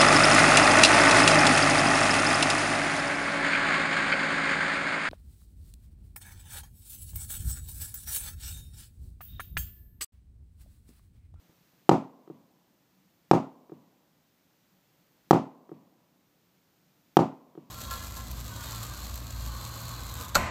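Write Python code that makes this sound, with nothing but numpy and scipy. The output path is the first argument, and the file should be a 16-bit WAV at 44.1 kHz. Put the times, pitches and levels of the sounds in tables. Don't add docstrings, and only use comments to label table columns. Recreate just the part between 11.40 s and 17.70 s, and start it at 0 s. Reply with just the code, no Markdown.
import sys
import numpy as np
from scipy import signal
from scipy.fft import rfft, irfft
from scipy.io import wavfile
from scipy.ndimage import uniform_filter1d, minimum_filter1d

SR = 44100
rng = np.random.default_rng(int(sys.argv[2]) if len(sys.argv) > 2 else 0)


def inscribe(sig):
    pcm = np.round(np.clip(np.atleast_2d(sig).T, -1, 1) * 32767)
    wavfile.write(sys.argv[1], SR, pcm.astype(np.int16))


N = 277830
AGE_S = np.arange(int(1.5 * SR)) / SR

# f/Hz, relative density/dB
YARD_SPECTRUM = [(30, -25), (75, -21), (125, -0.5), (280, 1.5), (470, -5.5), (780, -1), (1000, -4),
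                 (1300, -13), (1650, -24.5), (2400, -25), (4000, -32), (7000, -34.5), (10000, -46.5),
                 (15000, -46.5)]


def muzzle_blast(crack_db, push_s=0.00019, body_hz=500, body_db=-4.5, front_db=-18, base_crack_db=-22):
    # f/Hz, width/Hz, boost/dB
    peaks = [(99, 45, 9), (153, 65, 13.5), (312, 130, 18), (828, 210, 17.5), (1295, 150, 6), (1815, 150, 6),
             (3160, 790, 6)]
    # f/Hz, relative density/dB
    crack_spectrum = [(30, -2.5), (200, -0.5), (1200, 4.5), (1750, 4), (2500, -2), (3200, 0.5),
                      (5200, -1.5), (7500, -6.5), (10000, -22), (15000, -16)]
    phase = AGE_S / (push_s * from_db(rng.normal(0, .2)))
    front = (1 - phase) * np.exp(-np.minimum(phase, 60))
    front = signal.lfilter(*signal.butter(1, 40, "high", fs=SR), front + 1e-18)
    body = lowpass(front, body_hz)
    for hz, width_hz, boost_db in peaks:
        body = body + from_db(boost_db) * resonance(body, hz, width_hz)
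    crack = noise(crack_spectrum) * swell(0, rise_s=.0001, t60_s=0.017)
    return from_db(body_db) * body + from_db(front_db) * front + from_db(base_crack_db + crack_db) * crack


def report(crack_db):
    # delay/s, gain/dB, low-pass/Hz
    bounces = [(0.00252, -7.5, 11950), (0.00518, -1.5, 202.5)]
    # delay/s, gain/dB, low-pass/Hz
    far_paths = [(0.3833, -42.5, 4500), (0.407, -28, 266), (0.4137, -32, 200)]
    blast = muzzle_blast(crack_db)
    near = blast + reflections(blast, bounces, highpass_hz=24.8)
    far = reflections(over_grass(near), far_paths, highpass_hz=189)
    return near + shed_echoes(near) + far


def shed_echoes(x, slap_s=.0209, slap_db=-8, slap_hz=1000, board_db=-11.5, board_hz=513):
    gaps_s = .0034 * 1.172 ** np.arange(7)
    delays_s = slap_s + np.cumsum(gaps_s)
    boards = [(delay_s, board_db - 0.86 * k, board_hz) for k, delay_s in enumerate(delays_s)]
    return reflections(x, [(slap_s, slap_db, slap_hz)] + boards, highpass_hz=70)


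def reflections(x, paths, highpass_hz):
    out = np.zeros_like(x)
    returned = signal.sosfilt(signal.butter(2, highpass_hz, "high", fs=SR, output="sos"), x + 1e-18)
    for delay_s, gain_db, lowpass_hz in paths:
        add(out, delay_s, from_db(gain_db) * lowpass(returned, lowpass_hz))
    return out


def over_grass(x, dip_hz=790, thump_hz=390, air_hz=4000):
    hollow = x - 0.74 * resonance(x, dip_hz, width_hz=420)
    thump = from_db(-1.5) * resonance(hollow, thump_hz, width_hz=170)
    return lowpass(hollow + thump, air_hz)


def echo_ring(gain_db=-1, arrival_s=.023, rise_s=0.0065):
    # f/Hz, relative level/dB, t60/s
    tones = [(116.3, -28, 0.099), (130, -24, 0.12), (166, -23, 0.22), (211.5, -21.5, 0.18),
             (239.3, -24, .22), (268.3, -18.5, 0.26), (332, -26, 0.14), (371.2, -31, 0.12),
             (636.6, -33, 0.31), (756, -27.5, 0.22), (823, -27, 0.12)]
    ring_s = np.maximum(AGE_S - arrival_s, 0)
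    ring = sum(from_db(db) * np.sin(2 * np.pi * hz * ring_s) * swell(arrival_s, rise_s, t60_s)
               for hz, db, t60_s in tones)
    return from_db(gain_db) * ring


def yard_scatter(surfaces, gain_db=-25.5, early_db=-6, arrival_s=0.019, coherent_hz=2400,
                 base_t60_s=0.3, leak_hz=55):
    hz = np.fft.rfftfreq(len(AGE_S), 1 / SR)
    coherence = 1 / (1.02 + (hz / coherent_hz) ** 2)
    field = np.sqrt(coherence) * rfft(surfaces) + np.sqrt(1 - coherence) * rfft(noise(YARD_SPECTRUM))
    centres_hz = np.geomspace(50, 14000, num=9)
    out = 0
    for centre_hz, selector in zip(centres_hz, np.eye(len(centres_hz))):
        band = irfft(field * np.interp(np.log(hz + 1), np.log(centres_hz), selector), len(AGE_S))
        hold_s = .039 * .9 ** np.log2(centre_hz / 1000)
        yard_db_per_s = 60 / base_t60_s * (1 + leak_hz / centre_hz)
        air_db_per_s = 65.5 * (centre_hz / 10000) ** 2
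        out = out + band * from_db(-(yard_db_per_s + air_db_per_s) * np.maximum(AGE_S - hold_s, 0))
    build_db = early_db * np.clip((arrival_s - AGE_S) / .003 + 1, 0, 1)
    onset = 1 - np.exp(-AGE_S / 0.0014)
    return out * from_db(gain_db + build_db) * onset


def distant_roll(country_db=-47, far_db=-51, linger_db=-67):
    # f/Hz, relative density/dB
    country_spectrum = [(40, -38), (90, -24), (150, -2), (280, 3.5), (450, -5), (1050, -6.5), (1500, -28),
                        (3000, -39.5), (15000, -63.5)]
    # f/Hz, relative density/dB
    far_spectrum = [(40, -36), (90, -16.5), (140, 5.5), (300, 1.5), (480, -13.5), (1100, -15), (1500, -33),
                    (2500, -33.5), (15000, -70)]
    country = from_db(country_db) * noise(country_spectrum) * swell(0.076, rise_s=0.025, t60_s=0.88)
    far_side = from_db(far_db) * noise(far_spectrum) * swell(.412, rise_s=0.01, t60_s=0.4)
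    linger = from_db(linger_db) * noise(country_spectrum) * swell(.42, rise_s=0.042, t60_s=1.9)
    return country + far_side + linger


def background(air_db=-65.5):
    # f/Hz, relative density/dB
    air_spectrum = [(15, -58), (25, -24.5), (86, -11.5), (107, -8), (168, 1), (214, -7), (296, -3.5),
                    (408, -12.5), (506, -11), (913, -15), (1020, -16), (6660, -22.5), (9960, -30.5),
                    (13400, -21), (15300, -20.5)]
    # t/s, level/dB
    knocks = [(0.095, -49), (3.708, -56)]
    # f/Hz, relative density/dB
    knock_spectrum = [(40, -18), (120, -1), (280, 7), (450, -4), (700, -13), (1200, -16), (1600, -34),
                      (15000, -60)]
    out = from_db(air_db) * noise(air_spectrum, size=N) + drone()
    for start_s, level_db in knocks:
        add(out, start_s, from_db(level_db) * noise(knock_spectrum) * swell(0, rise_s=.001, t60_s=0.03))
    return out


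def drone(hz=187, width_hz=14, level_db=-78, swell_at_s=1.67, swell_width_s=.15, swell_db=11):
    tone = resonance(resonance(rng.standard_normal(N), hz, width_hz), hz, width_hz)
    bump = np.exp(-((np.arange(N) / SR - swell_at_s) / swell_width_s) ** 2)
    return unit_rms(tone) * from_db(level_db + swell_db * bump)


def gain_control(x, threshold_db=-8, slope=0.47, release_s=1.16, ahead_s=.002):
    wanted_cut_db = slope * np.maximum(20 * np.log10(np.abs(x) + 1e-9) - threshold_db, 0)
    recovery = np.exp(-np.arange(N) / SR / release_s)
    cut_db = np.maximum.accumulate(wanted_cut_db / recovery, axis=-1) * recovery
    window = 2 * int(ahead_s * SR) + 1
    gain_db = uniform_filter1d(minimum_filter1d(-cut_db, 2 * window), window)
    return x * from_db(gain_db)


def from_db(db):
    return 10 ** (np.asarray(db) / 20)


def unit_rms(x):
    return x / np.sqrt(np.mean(x ** 2) + 1e-20)


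def add(out, start_s, sound):
    at = max(round(start_s * SR), 0)
    out[at:at + len(sound)] += sound[:len(out) - at]


def lowpass(x, hz):
    r = np.exp(-2 * np.pi * hz / SR)
    return signal.lfilter([1 - r], [1, -r], x + 1e-18)


def resonance(x, hz, width_hz):
    r = np.exp(-np.pi * width_hz / SR)
    b = np.array([1, 0, -1]) * (1 - r * r) / 2
    a = [1, -2 * r * np.cos(2 * np.pi * hz / SR), r * r]
    return signal.lfilter(b, a, x + 1e-18)


def noise(spectrum, size=len(AGE_S)):
    knots_hz, knots_db = np.transpose(spectrum)
    hz = np.fft.rfftfreq(size, 1 / SR)
    level_db = np.interp(np.log(hz + 1), np.log(knots_hz), knots_db)
    return unit_rms(irfft(rfft(rng.standard_normal(size)) * from_db(level_db), size))


def swell(start_s, rise_s, t60_s):
    age_s = np.maximum(AGE_S - start_s, 0)
    return (1 - np.exp(-age_s / rise_s)) * from_db(-60 * age_s / t60_s)


def scene():
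    # t/s, gain/dB, extra crack/dB
    shots = [(0.4929, 8.5, 0), (1.9126, 8, 0), (3.9094, 10, 1), (5.7692, 7.4, -0.5)]
    surfaces = noise(YARD_SPECTRUM)
    surroundings = echo_ring() + distant_roll()
    out = background()
    for start_s, gain_db, crack_db in shots:
        shot = report(crack_db) + yard_scatter(surfaces) + surroundings
        add(out, start_s, from_db(gain_db) * shot)
    return out[None]


def record(dry, ceiling=1.3, cutoff_hz=15300):
    held = gain_control(dry)
    rounded = held / (1 + (held / ceiling) ** 4) ** (1 / 4)
    return signal.sosfilt(signal.ellip(10, .1, 80, cutoff_hz, fs=SR, output="sos"), rounded)


dry = scene()
out = record(dry)
inscribe(out)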